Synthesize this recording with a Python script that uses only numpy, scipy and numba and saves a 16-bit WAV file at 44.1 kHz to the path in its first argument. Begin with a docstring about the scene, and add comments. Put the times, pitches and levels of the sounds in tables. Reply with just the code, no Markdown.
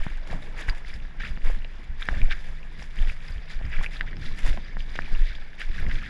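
"""Someone wades down a shallow wooded creek, about 6 s, a small sealed camera worn on the head.
From the start strides slosh and fizz as bubble swarms; drops plop and tick as single chirping bubbles.
Footfalls sway, jolt and rumble the mount; gear taps it; a steady noise hiss is the creek.
From 2.2 to 4.3 s a faint wavering sine hums far off; a strong plop lands just after 4 s.
Water sounds reach the microphone through the ringing case, a resonant filter, to the end."""
import sys
import numpy as np
from scipy import signal
from scipy.fft import rfft, irfft
from scipy.io import wavfile
from scipy.ndimage import uniform_filter1d
from numba import njit

SR = 44100
rng = np.random.default_rng(int(sys.argv[2]) if len(sys.argv) > 2 else 0)


def bounce(signal):
    """Save signal as a 16-bit WAV file at the path given by the first command-line argument."""
    frames = np.transpose(np.atleast_2d(signal))
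    limited = np.clip(frames, -1, 1)
    pcm = np.round(limited * 32767).astype(np.int16)
    wavfile.write(sys.argv[1], SR, pcm)


def invert_db(level):
    """Linear amplitude ratio for a level in decibels (20 dB per decade), elementwise."""
    return 10 ** (np.asarray(level, dtype=float) / 20)


N = 268833


def unit(x):
    """Scale to rms 1."""
    return x / np.sqrt(np.mean(x ** 2))


def band(x, lo_hz, hi_hz, order=2):
    """Butterworth band-pass."""
    return signal.sosfilt(signal.butter(order, [lo_hz, hi_hz], "bandpass", fs=SR, output="sos"), x)


def noise_band(lo_hz, hi_hz):
    """Band-passed noise of rms 1."""
    return unit(band(rng.standard_normal(N), lo_hz, hi_hz))


def walk(rate_hz):
    """Random levels held 1 / rate_hz and slewed twice; rms 1."""
    hold = int(SR / rate_hz)
    held = np.repeat(rng.standard_normal(N // hold + 1), hold)
    slewed = uniform_filter1d(uniform_filter1d(held, hold), hold)
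    return unit(slewed[:N])


def gushes(rate_hz, fall_s, size=4096):
    """Small gushes at random moments: each starts at once and drains away; mean 0, rms 1."""
    starts = (rng.random(N) < rate_hz / SR) * rng.random(N)
    drain = np.exp(-np.arange(size) / SR / fall_s)
    flow = np.tanh(1.3 * signal.fftconvolve(starts, drain)[:N])
    return unit(flow - flow.mean())


def swells(s, rise_s, fall_s, db, calm_db):
    """Level in dB of events that swell to a peak and die away over a calm level; powers add."""
    power = np.full(N // 64 + 1, invert_db(2 * calm_db))
    t = np.arange(len(power)) * 64 / SR
    for peak, rise, fall, top in np.broadcast(s, rise_s, fall_s, db):
        shape = np.where(t < peak, ((t - peak) / rise) ** 2, (t - peak) / fall)
        power = power + invert_db(2 * top) * np.exp(-2 * shape)
    return np.interp(np.arange(N) / SR, t, 10 * np.log10(power))


@njit
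def bubbles(start, hz, cycles, size, glide, swell, n):
    """Each bubble is a sine that swells and dies; positive glide climbs in pitch, as near the surface."""
    out = np.zeros(n)
    for k in range(len(start)):
        decay = hz[k] / SR / cycles[k]
        fall, rise, opening = np.exp(-decay), np.exp(glide * decay), np.exp(-decay / swell)
        phase, a, step, closed = 0., size[k], 2 * np.pi * hz[k] / SR, 1.
        i = int(start[k])
        while a > size[k] / 200 and i < n and step < 3:
            out[i] += a * (1 - closed) * np.sin(phase)
            phase += step
            step *= rise
            a *= fall
            closed *= opening
            i += 1
    return out


def swarm(lo_hz, hi_hz, cycles, spread_db, count):
    """Many bubbles at random moments and pitches, a few far louder than the rest; rms 1."""
    when, pitch, luck = rng.random((count, 3)).T
    hz = lo_hz + (hi_hz - lo_hz) * pitch
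    size = invert_db(-spread_db * np.log(1 - luck)) * np.sqrt(hz / hi_hz)
    return unit(bubbles(when * N, hz, cycles + 0 * hz, size, 0.1383, 0.059, N))


# broad colour of the case: (frequency [Hz], gain [dB])
CASE_COLOUR = [(120, -17.5), (250, -7.5), (600, -7.5), (1220, -10.5), (1640, -3.5), (2100, -3),
               (2880, -10.5), (4390, -25), (5400, -25.5), (6000, -30.5), (7200, -31), (8000, -38.5),
               (9800, -40), (11300, -46.5), (12000, -54), (14500, -48)]
# resonances of the case and one narrow dip: (frequency [Hz], width [Hz], gain [dB])
CASE_MODES = [(1740, 340, 5), (2295, 70, 4), (3460, 380, 6), (4810, 184, 6.5), (10580, 860, 8.5),
              (14200, 300, -6)]


def case_db(hz):
    """Gain of the case: broad colour plus its resonances and one narrow dip."""
    colour_hz, colour_db = np.transpose(CASE_COLOUR)
    broad = np.interp(np.log(hz + 1), np.log(colour_hz), colour_db)
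    return broad + sum(db / (1 + (2 * (hz - f) / w) ** 2) for f, w, db in CASE_MODES)


def through_case(x, size=2048):
    """Causal filter from the cepstrum of the case gain, so that a tick rings after it lands."""
    cepstrum = irfft(np.log(invert_db(case_db(np.arange(size // 2 + 1) * SR / size))))
    cepstrum[1:size // 2] *= 2
    cepstrum[size // 2 + 1:] = 0
    return signal.fftconvolve(x, irfft(np.exp(rfft(cepstrum))))[:N]


def banks(x, t60_s=0.05, wet_db=-9, size=4096):
    """Water surface, banks and trunks scatter a brief tail behind every drop."""
    tail = rng.standard_normal(size) * 1000 ** (-np.arange(size) / SR / t60_s)
    return x + invert_db(wet_db) * signal.fftconvolve(x, tail / np.linalg.norm(tail))[:N]


# far hum: (time [s], pitch [Hz], rms level [dB])
HUM = [(2.2, 164.7, -67), (2.43, 157, -53), (2.998, 157, -59), (3.15, 151.1, -57), (3.35, 157.5, -54.5),
       (3.7, 158.5, -52), (4.299, 149, -60)]


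def hum():
    """A faint wavering low sine that fades in and out."""
    t = np.arange(N) / SR
    s, hz, db = np.transpose(HUM)
    on = np.interp(t, [s[0], s[0] + .15, s[-1] - .15, s[-1]], [0, 1, 1, 0])
    phase = 2 * np.pi * np.cumsum(np.interp(t, s, hz)) / SR
    return on * np.sqrt(2) * invert_db(np.interp(t, s, db)) * np.sin(phase)


def creek():
    """Steady white hiss of the creek, ahead of the case."""
    return invert_db(-42.5) * rng.standard_normal(N)


# gear tapping the mount: (time [s], relative tap level [dB], tap pitch [Hz], relative thud level [dB])
KNOCKS = [(0.0652, -27.5, 845, -20), (1.374, -39, 960, -31), (2.0865, -19.5, 1160, -23.5),
          (3.612, -36.5, 640, -31), (4.575, -32, 760, -33), (4.768, -31, 955, -34), (4.954, -35, 580, -49),
          (4.989, -19, 1300, -29.5)]


def knocks():
    """A short dead tap that also rings the case, with a brief low thud of the mount near 150 Hz."""
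    s, tap_db, tap_hz, thud_db = np.transpose(KNOCKS)
    tap = bubbles((s + 0.001) * SR, tap_hz, 0.38 + 0 * s, invert_db(tap_db + 3.0), 0.012, 0.24, N)
    thud = bubbles(s * SR, 150 + 0 * s, 0.42 + 0 * s, invert_db(thud_db + 5.5), .01, 0.31, N)
    return tap + invert_db(13) * through_case(tap) - thud


# short jolts of the strap: (peak time [s], relative rumble level [dB], relative rub level [dB])
JOLTS = [(0.312, -35.5, -40), (.35, -38, -36.5), (0.696, -18.5, -44), (.96, -34, -40.5), (1.03, -45, -43.5),
         (1.308, -24, -51), (1.37, -35, -60), (1.47, -55, -40), (1.57, -35, -43), (1.8, -47, -47),
         (1.91, -27, -62), (2.11, -29, -40), (2.17, -28, -35), (2.218, -25, -38), (2.299, -38, -48),
         (2.499, -33.5, -69.5), (2.79, -35.5, -42.5), (2.99, -29, -42.5), (3.04, -40, -58),
         (3.089, -23, -52), (3.31, -30.5, -63), (3.37, -29, -58), (3.654, -21, -41), (3.685, -20.5, -52),
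         (3.798, -28, -40), (3.94, -31, -45), (4.2, -28, -50), (4.499, -18.5, -34), (4.581, -41, -36.5),
         (4.801, -35.5, -60), (4.92, -38, -56), (5.03, -25.5, -40), (5.129, -44, -40), (5.31, -31.5, -65),
         (5.702, -33, -47), (5.8, -32, -53), (5.88, -21.5, -33.5), (5.968, -35, -45)]
# long drags of strap on skin: (peak time [s], rise [s], fall [s], relative rub level [dB])
DRAGS = [(.33, .06, 0.29, -45), (.95, .15, 0.13, -54), (1.3, 0.2, 0.25, -46.5), (2.2, 0.12, 0.17, -48.5),
         (4.2, 0.21, 0.44, -42), (5.05, 0.19, 0.19, -54), (5.87, 0.11, 0.24, -39.5)]


def jolts(rise_s=0.014, fall_s=0.022, calm_rumble_db=-48, calm_rub_db=-54.5):
    """Strap and skin rumble and rub in jerks, as banded noise; each jolt holds one low blow."""
    s, rumble_db, rub_db = np.transpose(JOLTS)
    thump_hz, thump_cycles, thump_over_rumble_db, thump_lead_s = 62, 0.42, 5, 0.0109
    thump = bubbles((s - thump_lead_s) * SR, thump_hz + 0 * s, thump_cycles + 0 * s,
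                    invert_db(rumble_db + thump_over_rumble_db), -0.29, 0.43, N)
    rumble_level_db = swells(s, rise_s, fall_s, rumble_db - 1, calm_rumble_db)
    short = np.transpose([s, rise_s + 0 * s, fall_s + 0 * s, rub_db])
    rub_level_db = swells(*np.vstack([short, DRAGS]).T, calm_rub_db)
    jerks = gushes(8.9, 0.036)
    rumble = noise_band(36.5, 56.3) * invert_db(rumble_level_db + 1.63 * jerks)
    rub = noise_band(61, 189.6) * invert_db(rub_level_db + 0.45 * jerks)
    return thump + rumble + rub


# lurches of the body, strongest at each footfall:
# (peak time [s], rise [s], fall [s], relative sway level [dB], relative hollow slosh level [dB])
# slosh() scales rise and fall
LURCHES = [(0.0, .03, 0.034, -12.5, -44.5), (.18, 0.12, 0.15, -24.5, -59.5), (.34, 0.077, 0.21, -29.5, -49),
           (.55, 0.021, 0.18, -50, -48.5), (0.706, 0.038, 0.055, -15, -47), (0.931, .05, 0.017, -22.5, -66),
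           (1.06, 0.049, 0.023, -22.5, -62), (1.2, 0.025, 0.061, -24, -57), (1.31, 0.016, 0.15, -21.5, -81),
           (1.471, 0.036, 0.067, -11, -49.5), (1.6, 0.056, 0.064, -25, -79), (1.79, 0.074, .04, -26.5, -64),
           (1.92, 0.027, 0.12, -22, -74), (2.13, 0.038, 0.06, -19.5, -42),
           (2.24, 0.037, 0.068, -9.5, -53.5), (2.52, 0.11, 0.044, -25.5, -60.5),
           (2.68, 0.093, 0.033, -28.5, -77), (3.019, 0.029, 0.078, -10.5, -51.5),
           (3.381, 0.071, 0.067, -30.5, -76), (3.58, 0.044, 0.21, -22, -59),
           (3.801, 0.05, 0.066, -14.5, -48), (4.03, .04, 0.11, -24, -56), (4.3, 0.051, 0.064, -17.5, -78),
           (4.46, 0.024, 0.084, -11.5, -46), (4.77, 0.038, 0.13, -22.5, -62), (5.0, 0.091, 0.18, -26, -56),
           (5.13, 0.034, 0.1, -13.5, -51.5), (5.23, 0.075, 0.02, -13, -69), (5.42, 0.1, 0.063, -26, -68),
           (5.7, 0.049, 0.12, -19.5, -60), (5.831, 0.028, 0.066, -13, -47.5),
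           (5.96, 0.046, 0.033, -16.5, -65)]


def sway(calm_db=-34.5):
    """The camera sways on its strap: a sine of wandering rate about 17 Hz, plus low noise."""
    level_db = swells(*np.transpose(LURCHES)[:4], calm_db)
    rate_hz = 17 * 2 ** (.45 * np.tanh(walk(12)))
    swing = unit(np.sin(2 * np.pi * np.cumsum(rate_hz) / SR))
    return (0.8 * swing + 0.36 * noise_band(17.8, 31.2)) * invert_db(level_db)


def slosh(calm_db=-61.5):
    """Large low bubbles, hollow, that follow the lurches 3.3 ms late and gush."""
    s, rise, fall, _, db = np.transpose(LURCHES)
    level_db = swells(s + 0.0033, 1.27 * rise, 0.85 * fall, db, calm_db)
    return swarm(264, 1195, 2.83, 2.38, count=2500) * invert_db(level_db + 1.4 * gushes(27, 0.023) + 8.5)


# water pushed up by the legs: (peak time [s], rise [s], fall [s], then relative levels of
# fizz [dB], spray [dB], finest mist [dB])
SURGES = [(0.0, 0.016, 0.11, -41, -49.5, -59.5), (.33, 0.057, 0.063, -46.5, -51, -60.5),
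          (.44, 0.033, 0.094, -50, -49.5, -62.5), (.6, 0.033, 0.16, -45.5, -51, -60.5),
          (0.694, 0.018, 0.01, -36, -40, -51.5), (.79, 0.035, 0.02, -53.5, -56, -65),
          (.87, 0.023, 0.12, -52, -50, -64), (0.944, 0.013, 0.016, -46, -55, -57.5),
          (1.21, 0.015, 0.059, -42, -47.5, -76), (1.26, 0.05, 0.07, -43, -51, -62),
          (1.49, 0.06, 0.062, -45, -48.5, -58), (1.8, 0.23, 0.063, -55, -59, -73),
          (2.025, 0.036, 0.13, -47.5, -52, -63.5), (2.16, 0.081, 0.33, -47.5, -52, -61),
          (2.324, 0.019, 0.014, -31.5, -39.5, -58), (2.831, 0.05, 0.063, -56, -51, -61.5),
          (3.02, 0.079, 0.047, -49.5, -55, -61.5), (3.09, 0.023, 0.081, -47, -49.5, -60.5),
          (3.289, 0.068, 0.11, -47, -51.5, -65.5), (3.528, 0.036, 0.034, -48, -46, -61.5),
          (3.65, 0.033, 0.13, -58, -69, -69.5), (3.81, 0.21, 0.048, -41.5, -55, -66.5),
          (3.84, 0.016, 0.02, -54, -48, -50.5), (3.96, 0.057, 0.051, -47.5, -51, -61),
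          (4.075, 0.016, 0.044, -45, -57, -78), (4.255, 0.059, 0.12, -50, -46, -62),
          (4.401, 0.049, .05, -41.5, -49, -57.5), (4.482, 0.05, 0.052, -43, -43, -53.5),
          (4.689, 0.08, 0.083, -51, -56, -76), (4.809, 0.023, 0.034, -55, -48, -66),
          (4.97, 0.11, 0.21, -48, -47.5, -66.5), (5.169, 0.088, 0.21, -43.5, -47, -64.5),
          (5.355, 0.0087, 0.025, -78, -50, -70), (5.614, 0.024, 0.046, -44, -46.5, -58.5),
          (5.78, 0.067, 0.18, -45, -48.5, -63.5), (5.92, .05, 0.13, -42, -47.5, -62.5),
          (6.07, 0.052, 0.043, -44.5, -56, -70)]


def surging_water(calm_fizz_db=-72.5, calm_spray_db=-60.5, calm_mist_db=-78.5):
    """Swarms of ever smaller, higher bubbles: fizz, spray and mist follow the surges and gush."""
    s, rise, fall, fizz_db, spray_db, mist_db = np.transpose(SURGES)
    fizz_db = swells(s, rise, fall, fizz_db, calm_fizz_db)
    spray_db = swells(s, rise, fall, spray_db, calm_spray_db)
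    mist_db = swells(s, rise, fall, mist_db, calm_mist_db)
    gush, spit, flit = gushes(30, 0.036), gushes(42, 0.033), gushes(25, 0.0043)
    fizz = swarm(1102, 3345, 7.46, 1.83, count=3500) * invert_db(fizz_db + 2.9 * gush + 3.5)
    spray = swarm(3383, 5800, 9.1, 1.4, count=6000) * invert_db(spray_db + 1.9 * gush + 1.3 * spit + 16)
    mist = swarm(5860, 15000, 2.4, 1.45, count=25000) * invert_db(mist_db + 1.1 * spit + 1.76 * flit + 35.0)
    sparse_mist = swarm(5000, 12600, 6.8, 4.5, count=700) * invert_db(mist_db + 22)
    return fizz + spray + mist + sparse_mist


# quick patters of droplets: (time [s], relative level [dB], length [s], brightness [dB/octave])
SPLASHES = [(0.683, -19, 0.012, 1), (1.1993, -17, 0.026, 7), (1.249, -19, 0.023, 12),
            (1.4948, -35, 0.045, -16), (2.02, -14, 0.019, 5.5), (2.3093, -9.5, 0.026, 5),
            (2.811, -48, 0.026, 6), (3.036, -40.5, 0.028, 18.5), (3.0936, -17, 0.019, 8),
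            (3.284, -24, 0.025, -1), (3.513, -30, 0.018, 19), (3.83, -32, 0.027, -11),
            (4.4802, -30, 0.049, 3.1), (4.9576, -16.5, 0.023, 10.5), (5.6065, -10, 0.028, 8),
            (5.906, -19, 0.026, -1)]


def splashes(count=45):
    """Droplets crowd the start of each splash, then thin out, shrink and rise in pitch."""
    s, db, length_s, bright_db = (np.repeat(c, count) for c in np.transpose(SPLASHES))
    when, pitch, luck = rng.random((len(s), 3)).T
    late = when ** 1.2
    hz = 700 * 2 ** (3.12 * pitch + 0.4 * late)
    size_db = db - 11 - 20.7 * late + bright_db * np.log2(hz / 2000) - 2.14 * np.log(1 - luck)
    return bubbles((s + length_s * late) * SR, hz, 2.35 + 0 * hz, invert_db(size_db), 0.18, 0.21, N)


def drips(count=90):
    """Rows for plops(): small drops at random moments, fewer high; about one in five hollow and softer."""
    when, pitch, size, kind = rng.random((count, 4)).T
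    hollow = kind < .2
    hz = np.where(hollow, 560 * 2 ** (.6 * pitch), 1550 * 2 ** (1.7 * pitch ** 2))
    db = -42 + 12 * size - 5 * hollow - 4 * np.log2(hz / 1800) ** 2 * ~hollow
    return np.transpose([when * N / SR, db, hz, -5 + 0 * hz])


# single plops and ticks, loud and soft:
# (time [s], relative level [dB], bubble pitch [Hz], relative snap over bubble [dB])
PLOPS = [(0.064, -35, 1740, -16), (0.425, -32, 3620, -20), (0.637, -22, 1610, -23),
         (0.688, -5.5, 1740, -28), (0.697, -19, 4500, -27), (0.723, -23.5, 1680, -22),
         (0.848, -22.5, 1840, -13), (0.901, -24.5, 2180, -10), (0.934, -23, 1880, -15),
         (0.94, -28, 4890, -22), (1.204, -20, 2100, -9), (1.373, -25, 1640, -7), (1.499, -23, 500, -12),
         (1.646, -27.5, 2700, -2), (1.649, -30, 570, -13), (2.026, -14, 3460, -9), (2.074, -39, 1740, -7),
         (2.087, -5.5, 1680, -8.5), (2.216, -15.5, 2330, -6.5), (2.285, -28, 640, -20),
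         (2.303, -17, 1700, -17), (2.322, -15, 2220, -3), (2.794, -25, 1970, -3), (2.822, -25, 861, -6),
         (2.826, -28.5, 5370, -22), (2.967, -29.5, 1660, -1), (3.024, -23.5, 3340, -15),
         (3.073, -20.5, 1810, -6), (3.098, -20, 2430, -20), (3.283, -26.5, 4840, -12),
         (3.322, -35.5, 4600, -11), (3.654, -33, 4870, -20), (3.651, -24, 1760, -14),
         (3.731, -21.5, 2400, -3), (3.766, -19, 2160, -22), (3.835, -22, 1790, 1.5),
         (3.843, -14.5, 1860, -4.5), (3.862, -12.5, 2420, -13), (3.968, -28, 3900, -6),
         (4.009, -2, 1740, -10.5), (4.078, -25.5, 1836, -16), (4.13, -18.5, 1740, -15),
         (4.168, -33.5, 5040, 6), (4.262, -24.5, 3600, -20), (4.284, -25, 1890, -19),
         (4.529, -26, 1680, 2.5), (4.573, -21.5, 765, -2.5), (4.768, -25.5, 1750, -14),
         (4.805, -23.5, 2950, -12), (4.954, -21, 2160, -7), (4.99, -16.5, 1650, -13),
         (5.02, -22, 2340, -10), (5.059, -21.5, 2295, -9), (5.112, -31, 760, -20), (5.15, -25, 2700, -18),
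         (5.272, -22, 1950, -10), (5.309, -30, 2000, -16), (5.352, -24, 3350, -18.5),
         (5.602, -26, 2196, -14), (5.616, -12, 1770, -5.5), (5.789, -19.5, 1960, -16),
         (5.865, -16.5, 1870, -12), (5.891, -38, 1910, -13), (5.913, -20, 1740, 1), (5.955, -23, 3220, -7)]


def plops():
    """A bubble and the thin snap of the drop that made it; bubble levels allow for the case gain."""
    s, db, hz, snap_db = np.vstack([PLOPS, drips()]).T
    # higher pitch rings for more cycles, hard drops for fewer
    cycles = np.clip(2.16 + 1.1 * np.log2(hz / 1800) - 0.02 * (db + 33), .8, 8)
    plop = bubbles(s * SR, hz, cycles, invert_db(db + 2.0 - case_db(hz)), 0.036, 0.66, N)
    snap = bubbles((s + 0.00082) * SR, 3600 + 0 * s, .5 + 0 * s, invert_db(db + snap_db + 15.0), 0.041, 0.22, N)
    return plop + band(snap, 870, 9000)


def scene():
    """Airborne sound passes the case; the mount shakes the microphone directly; the hum is added."""
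    water = creek() + slosh() + surging_water()
    drops = banks(splashes() + plops())
    shaking = knocks() + jolts() + sway()
    return (hum() + shaking + through_case(water + drops))[None]


def low_pass(x):
    """Removes everything above the highest recorded frequency."""
    return signal.sosfilt(signal.butter(12, 14170, fs=SR, output="sos"), x)


def record(dry):
    """Deliver the finished mix."""
    return low_pass(dry)


dry = scene()
out = record(dry)
bounce(out)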